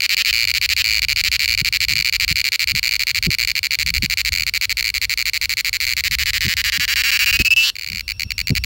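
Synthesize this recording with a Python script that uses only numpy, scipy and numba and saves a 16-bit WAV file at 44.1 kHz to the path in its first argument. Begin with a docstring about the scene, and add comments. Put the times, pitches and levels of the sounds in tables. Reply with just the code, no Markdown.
"""A cicada rattles close by in short, even bursts; near the end they merge into a ringing squeal,
break off and restart haltingly. Its two tymbals buckle in turn, rib by rib, ringing the tymbal
plate and the hollow abdomen. Trees return a faint tail. Other cicadas call far away, and wind
rumbles and puffs on the microphone. After the squeal the level ducks, then slowly recovers."""
import sys
import numpy as np
from scipy import signal
from scipy.fft import rfft, irfft
from scipy.io import wavfile
from scipy.ndimage import uniform_filter1d, minimum_filter1d
from numba import njit

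SR = 44100
rng = np.random.default_rng(int(sys.argv[2]) if len(sys.argv) > 2 else 0)


def pcm_store(signal):
    """Save signal as 16-bit PCM."""
    levels = np.round(np.clip(np.atleast_2d(signal), -1, 1) * 32767)
    wavfile.write(sys.argv[1], SR, levels.astype(np.int16).T)


N = 381465


def cicada(abdomen_gain_db=-15, sizzle_gain_db=-20, haste_db=3):
    """Each click is a run of buckling ribs that rings the abdomen and the tymbal plate."""
    # heard level, ducks sharply after the squeal, then slowly recovers, like automatic gain:
    # (time [s], relative level [dB])
    heard_level = [(0, 0), (2.2, 0), (4.2, -.7), (5.8, -1), (6.5, 0), (7.68, 0), (7.75, -9.5), (8.0, -5),
                   (8.3, -1)]
    clicks = click_times()
    abdomen_hz, width_hz, abdomen_db, plate_db, crackle_db, sizzle_db, rib_rate, slowing = posture(clicks)
    clicks = entrain(clicks, abdomen_hz, width_hz)
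    at = np.clip((clicks * SR).astype(int), 0, N - 1)
    heard_db, = in_time(heard_level)
    size = from_db(heard_db[at] + .3 * rng.standard_normal(len(at)))
    haste = np.clip(1 - np.gradient(clicks) / .006, -.5, .5)  # positive for gaps under 6 ms
    rib_times, ribs = buckling_ribs(clicks, size, rib_rate[at], slowing[at], haste)
    # the air sac rings longer and higher as the abdomen stretches
    abdomen = moving_ring(ribs * from_db(abdomen_db + abdomen_gain_db), pole(abdomen_hz, width_hz))
    plate_db = plate_db - haste_db * np.interp(np.arange(N) / SR, clicks, haste)
    plate = tymbal_plate(ribs * from_db(plate_db))
    body = cut(abdomen + plate, hz=8000, kind="low", order=4)
    crackle = from_db(crackle_db) * membrane_crackle(clicks, size)
    stiffest_rib = impulses(rib_times[:, 1], size)
    sizzle = from_db(sizzle_db + sizzle_gain_db) * ring(stiffest_rib, hz=15550, width_hz=390)
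    return cut(body + crackle + sizzle, hz=960, kind="high", order=6)  # a small body radiates no bass


def click_times(last_gap_drag=.3, jitter_s=.0001):
    """A burst opens on a long gap, settles, then drags its last click; the two tymbals limp."""
    # click bursts: (start [s], length [s], clicks [count])
    bursts = [(0.0045, 0.0, 1), (0.0194, 0.0409, 8), (0.0929, 0.0501, 10), (0.1673, 0.0518, 11),
              (0.2479, 0.0588, 12), (0.3277, 0.1228, 15), (0.4731, 0.04, 6), (0.5388, 0.0412, 8),
              (0.6136, 0.0444, 9), (0.69, 0.0427, 9), (0.7647, 0.0528, 11), (0.8425, 0.1493, 17),
              (1.0187, 0.0284, 5), (1.084, 0.0436, 7), (1.1608, 0.0496, 9), (1.2379, 0.045, 9),
              (1.3157, 0.0466, 9), (1.3932, 0.0638, 10), (1.4779, 0.0697, 9), (1.5755, 0.0366, 6),
              (1.647, 0.0382, 7), (1.7253, 0.0434, 8), (1.804, 0.0439, 8), (1.8835, 0.0504, 8),
              (1.9546, 0.0681, 8), (2.0464, 0.0476, 7), (2.1253, 0.0367, 7), (2.1985, 0.0466, 9),
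              (2.279, 0.0454, 8), (2.3568, 0.0569, 8), (2.4415, 0.0442, 7), (2.5198, 0.037, 7),
              (2.5935, 0.0464, 8), (2.6731, 0.0434, 7), (2.7505, 0.0418, 7), (2.8291, 0.0617, 8),
              (2.9106, 0.0519, 7), (2.9942, 0.0391, 6), (3.069, 0.0424, 7), (3.1463, 0.0391, 7),
              (3.2256, 0.0396, 7), (3.3041, 0.0433, 7), (3.3849, 0.0629, 8), (3.4738, 0.0407, 6),
              (3.5528, 0.0367, 6), (3.6301, 0.0368, 6), (3.7075, 0.0437, 7), (3.7876, 0.0405, 7),
              (3.8624, 0.0399, 6), (3.9391, 0.0406, 6), (4.0225, 0.0363, 6), (4.0987, 0.0377, 7),
              (4.1724, 0.0407, 8), (4.2489, 0.0397, 7), (4.3214, 0.112, 11), (4.4655, 0.0278, 5),
              (4.5374, 0.0369, 7), (4.612, 0.0399, 8), (4.6944, 0.03, 6), (4.7704, 0.0368, 6),
              (4.8257, 0.0, 1), (4.8428, 0.0577, 7), (4.9404, 0.0381, 6), (5.0147, 0.0363, 7),
              (5.0951, 0.0415, 7), (5.1746, 0.0491, 7), (5.2552, 0.0398, 7), (5.3339, 0.0399, 7),
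              (5.4133, 0.0417, 7), (5.4936, 0.0419, 7), (5.5699, 0.0373, 7), (5.6464, 0.0454, 8),
              (5.7295, 0.0368, 7), (5.8021, 0.0486, 8), (5.867, 0.0666, 9), (5.9668, 0.0385, 7),
              (6.0377, 0.0407, 9), (6.1108, 0.0392, 9), (6.1853, 0.0473, 10), (6.2576, 0.0458, 10),
              (6.3326, 0.0463, 10), (6.4072, 0.056, 10), (6.4807, 0.0558, 10), (6.5677, 0.0457, 10),
              (6.6399, 0.0565, 13), (6.721, 0.0515, 13), (6.7968, 0.0534, 14), (6.8785, 0.0581, 15),
              (6.9578, 0.0596, 16), (7.0362, 0.0661, 17), (7.1156, 0.0551, 15), (7.1908, 0.051, 14),
              (7.2597, 0.0485, 13), (7.3266, 0.0411, 11), (7.3904, 0.0285, 8), (7.4481, 0.0296, 8),
              (7.505, 0.029, 8), (7.5628, 0.1356, 35), (7.7543, 0.0102, 2), (7.785, 0.0088, 2),
              (7.8108, 0.0336, 4), (7.863, 0.0367, 4), (7.9186, 0.012, 2), (7.9476, 0.0598, 6),
              (8.0793, 0.0388, 5), (8.1959, 0.036, 4), (8.3053, 0.0125, 2), (8.3801, 0.0328, 4),
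              (8.4712, 0.0332, 4), (8.5518, 0.0275, 6), (8.6377, 0.0054, 2)]
    # tymbal gait: (time [s], opening gap [s], settling [clicks], long-short limp [ratio])
    gait = [(.7, .0088, 1.3, .07), (1.3, .0076, 2.1, .19), (4.6, .0076, 2.1, .19), (5.0, .0082, .7, .04),
            (6.3, .0074, .9, .06), (6.9, .0052, .7, .1), (7.7, .004, .7, .06), (7.75, .0115, .5, -.12)]
    gait_s, *columns = np.transpose(gait)
    times = []
    for start_s, length_s, count in bursts:
        opening_s, settle, limp = (np.interp(start_s, gait_s, column) for column in columns)
        k = np.arange(round(count) - 1)
        swing = 1 + limp * (-1.) ** k
        unsettled = np.exp(-k / settle)
        lead_s = opening_s * unsettled * swing
        pace = (1 - unsettled) * swing * (1 + last_gap_drag * (k == k.size - 1)) + 1e-9
        gaps_s = lead_s + (length_s - lead_s.sum()) * pace / pace.sum()
        times.append(start_s + np.r_[0, np.cumsum(gaps_s)])
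    times = np.concatenate(times)
    return times + jitter_s * rng.standard_normal(len(times))


def posture(clicks, build_s=.025, strain_range_per_s=(150, 195), climax_s=6.5):
    """The body glides between postures; until the climax, runs of quick clicks also strain it."""
    # body postures by name: (abdomen pitch [Hz], abdomen width [Hz], abdomen [dB], plate [dB],
    # crackle [dB], sizzle [dB], rib rate [1/s], slowing per rib [ratio])
    postures = {"fresh": (2320, 260, -5, 2, 0, 0, 2600, .08),
                "settled": (2320, 400, -2, 0, 1.5, 2, 2490, .073),
                "swell": (2160, 740, -1, -1, -2, 0, 2720, .15),
                "whine": (2490, 260, 3.3, .5, -1, 9.5, 2940, .19),
                "squeal": (2610, 120, -2, -1, -.5, -4, 2750, .06),
                "shriek": (2673, 105, -2.5, -3, -4, -5, 2100, -.17),
                "rasp": (2700, 220, 1, 9.5, 2, -2, 2560, -.245),
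                "stutter": (2370, 450, -2, 0, -1, 3, 2570, .078)}
    # course of the song: (time [s], posture [name])
    course = [(1.5, "fresh"), (5.9, "settled"), (6.8, "swell"), (7.33, "whine"), (7.47, "squeal"),
              (7.625, "shriek"), (7.66, "rasp"), (7.71, "rasp"), (7.75, "stutter")]
    # offsets at full strain: columns as in postures
    full_strain = (190, -100, 1.5, 2.5, 0, 4, 220, .05)
    clicks_per_s = fade(impulses(clicks, np.ones(len(clicks))), build_s) / build_s
    strain = np.interp(uniform_filter1d(clicks_per_s, size=220), strain_range_per_s, [0, 1])
    strain *= np.clip(climax_s - np.arange(N) / SR, 0, 1)
    unstrained = in_time([(s, *postures[name]) for s, name in course])
    return [column + offset * strain for column, offset in zip(unstrained, full_strain)]


def entrain(clicks, abdomen_hz, width_hz, lock_width_hz=400, lock_above_hz=2450):
    """While the abdomen rings long and high, the tymbals snap in step with its swing."""
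    t = np.arange(N) / SR
    cycles = np.cumsum(abdomen_hz) / SR
    nearest_cycle = np.round(np.interp(clicks, t, cycles))
    rings_long = np.interp(clicks, t, width_hz) < lock_width_hz
    rings_high = np.interp(clicks, t, abdomen_hz) > lock_above_hz
    return np.where(rings_long & rings_high, np.interp(nearest_cycle, cycles, t), clicks)


def buckling_ribs(clicks, size, rate_per_s, slowing, haste, rate_spread=.012, spread_db=.4):
    """Rib times and impulses: slowing ribs make a falling chirp, quickening ribs a rising one."""
    # ribs in buckling order: (relative level [dB])
    ribs_db = [-7.5, -1.65, 1.94, -0.43, -0.5, -1]
    rate_per_s = rate_per_s * (1 + .09 * haste + rate_spread * rng.standard_normal(len(clicks)))
    stretch = 1 + slowing + .069 * haste
    gaps_s = stretch[:, None] ** np.arange(len(ribs_db)) / rate_per_s[:, None]
    times = clicks[:, None] + np.cumsum(gaps_s, axis=1) - gaps_s
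    gains = from_db(np.array(ribs_db) + spread_db * rng.standard_normal(gaps_s.shape))
    return times, impulses(times, size[:, None] * gains)


def tymbal_plate(ribs):
    """The ribs ring the plate's damped modes, alternating in sign."""
    # plate modes: (frequency [Hz], width [Hz], gain [dB])
    modes = [(1798, 570, -22), (2970, 280, -15.5), (4402, 890, -11), (5330, 2100, -22.5),
             (4360, 2700, -37.5)]
    return sum((-1) ** k * from_db(db) * ring(ribs, hz, width) for k, (hz, width, db) in enumerate(modes))


def membrane_crackle(clicks, size, return_s=.0028, decay_s=.0006):
    """The thin membrane crackles going in and coming out, and springs back with a thin tick."""
    snaps = impulses(clicks, size)
    returns = impulses(clicks + return_s + .00015 * rng.standard_normal(len(clicks)), size)
    # crackle spectrum: (frequency [Hz], relative density [dB])
    spectrum = [(1000, -11.5), (2000, -0.5), (5000, -1.5), (7500, 0.5), (9000, -14), (9800, -5),
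                (10400, -15), (11200, -0.5), (12500, -7), (14000, -1.5), (15600, 0.5), (16000, 1),
                (17000, -22)]
    flexing = fade(fade(snaps + from_db(-5) * returns, decay_s), decay_s)
    tick = from_db(-22) * ring(returns, hz=7170, width_hz=300)
    return from_db(-43) * noise(spectrum) * flexing + tick


def trees(x, scatter_db=-32, t60_s=.087):
    """Trunks and foliage scatter back a faint, dull tail."""
    t = np.arange(SR // 2) / SR
    envelope = from_db(-60 * t / t60_s) * (t > .004)
    tail = cut(rng.standard_normal(len(t)), hz=6450, kind="low") * envelope
    return from_db(scatter_db) * signal.fftconvolve(x, tail / np.sqrt(np.sum(tail ** 2)))[:N]


def far_cicadas(chorus_db=-54, waver_hz=60):
    """A soft chorus and two far, wavering whistles, heard louder near the end as the gain recovers."""
    # far insects and open air: (frequency [Hz], relative density [dB])
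    chorus = [(200, 7), (500, 2.5), (800, -5), (1500, 0), (2200, -8), (2700, 1), (3400, 3), (4500, 7),
              (6000, -9), (8000, -7), (16000, -7.5)]
    # held whistles: (frequency [Hz], relative level [dB])
    whistles = [(2680, -1), (5540, 0)]
    # heard level of the whistles: (time [s], level [dB])
    heard_level = [(0, -70), (7.8, -65), (8.2, -46), (8.45, -49), (8.65, -48)]
    heard_db, = in_time(heard_level)
    out = from_db(chorus_db) * noise(chorus)
    for hz, db in whistles:
        waver = cut(rng.standard_normal(N) + 1j * rng.standard_normal(N), waver_hz, "low")
        carrier = np.exp(2j * np.pi * hz * np.arange(N) / SR)
        out += from_db(heard_db + db) * rms_one((waver * carrier).real)
    return out


def wind(breeze_gain_db=.5, buffet_db=2, buffet_hz=6, puff_gain_db=-4):
    """A low, buffeting rumble, and short eddies that are brighter the stronger they are."""
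    # breeze strength: (time [s], relative level [dB])
    breeze = [(0.0, -48), (0.32, -39), (2.4, -35), (2.56, -52), (2.72, -34), (3.04, -43), (3.2, -32),
              (3.68, -46), (4.0, -26), (4.16, -41), (4.32, -31), (4.64, -41), (5.92, -40), (6.08, -34),
              (7.2, -39), (7.36, -32), (7.68, -49), (8.64, -28)]
    # breeze spectrum: (frequency [Hz], relative density [dB])
    rumble = [(20, -25), (32, -8), (48, 5), (65, 5), (100, -2.5), (150, -14), (220, -22.5), (350, -39),
              (700, -60), (2000, -52)]
    # puffs on the microphone: (start [s], relative level [dB], length [s])
    puffs = [(1.613, -21, 0.02), (1.893, -31, 0.15), (2.308, -20, 0.02), (2.711, -30.5, 0.091),
             (3.262, -16, 0.055), (3.849, -32.5, 0.098), (4.024, -20, 0.033), (6.1, -33, 0.059),
             (6.449, -19, 0.046), (6.779, -28.5, 0.038), (7.397, -14, 0.025), (7.893, -34.5, 0.12),
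             (8.247, -28, 0.039), (8.503, -10, 0.036)]
    breeze_db, = in_time(breeze)
    buffet = rms_one(cut(rng.standard_normal(N), buffet_hz, "low"))
    out = from_db(breeze_db + breeze_gain_db + buffet_db * buffet) * noise(rumble)
    for start_s, db, length_s in puffs:
        n, at = int(length_s * SR), int(start_s * SR)
        eddy = cut(rng.standard_normal(SR // 2), hz=255 + 3 * db, kind="low", order=4)
        eddy = cut(eddy, hz=53.7, kind="high")[-n:]
        swell = np.sin(np.pi * np.linspace(0, 1, n) ** .63)
        out[at:at + n] += from_db(db + puff_gain_db) * rms_one(eddy * swell)[:N - at]
    return out


def from_db(db):
    """Decibels to gain."""
    return 10 ** (np.asarray(db) / 20)


def rms_one(x):
    """Scale to rms 1."""
    return x / np.sqrt(np.mean(x ** 2) + 1e-20)


def in_time(rows):
    """Interpolate rows of (time [s], values...) at every sample."""
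    s, *columns = np.transpose(rows)
    return [np.interp(np.arange(N) / SR, s, column) for column in columns]


def cut(x, hz, kind, order=2):
    """Butterworth low- or high-pass."""
    return signal.sosfilt(signal.butter(order, hz, kind, fs=SR, output="sos"), x)


def noise(spectrum):
    """Noise of rms 1, shaped by rows of (frequency [Hz], relative density [dB])."""
    hz, db = np.transpose(spectrum)
    bins_hz = np.maximum(np.arange(N // 2 + 1) * SR / N, 1)
    gain = from_db(np.interp(np.log(bins_hz), np.log(hz), db))
    return rms_one(irfft(rfft(rng.standard_normal(N)) * gain, N))


def impulses(times, sizes):
    """One impulse per time, shared between its two nearest samples."""
    at, part = np.divmod(np.clip(times.ravel() * SR, 0, N), 1)
    at, sizes = at.astype(int), sizes.ravel()
    before = np.bincount(at, sizes * (1 - part), N + 2)
    after = np.bincount(at + 1, sizes * part, N + 2)
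    return (before + after)[:N] + 1e-18


def fade(x, decay_s):
    """Give every impulse an exponential tail."""
    return signal.lfilter([1], [1, -np.exp(-1 / (decay_s * SR))], x)


def pole(hz, width_hz):
    """Turn and loss per sample of a resonance."""
    return np.exp(np.pi * (2j * hz - np.abs(width_hz)) / SR)


def ring(x, hz, width_hz):
    """Steady resonance: a unit impulse starts a wave of height 1."""
    return signal.lfilter([1], [1, -pole(hz, width_hz)], x).real


@njit
def moving_ring(x, poles):
    """Resonance whose pitch and damping change as it rings."""
    out, state = np.zeros(len(x)), 0j
    for i in range(len(x)):
        state = state * poles[i] + x[i]
        out[i] = state.real
    return out


def scene():
    """Near cicada with its echo, far chorus and wind; mono."""
    song = cicada()
    return (song + trees(song) + far_cicadas() + wind())[None]


def record(dry, ceiling=.7, window_samples=177, cutoff_hz=15900):
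    """Fast limiter on the strongest clicks, then a steep low-pass."""
    needed_gain = np.minimum(1, ceiling / (np.abs(dry) + 1e-9))
    gain = uniform_filter1d(minimum_filter1d(needed_gain, window_samples), window_samples)
    return signal.sosfilt(signal.ellip(10, .2, 80, cutoff_hz, fs=SR, output="sos"), dry * gain)


dry = scene()
out = record(dry)
pcm_store(out)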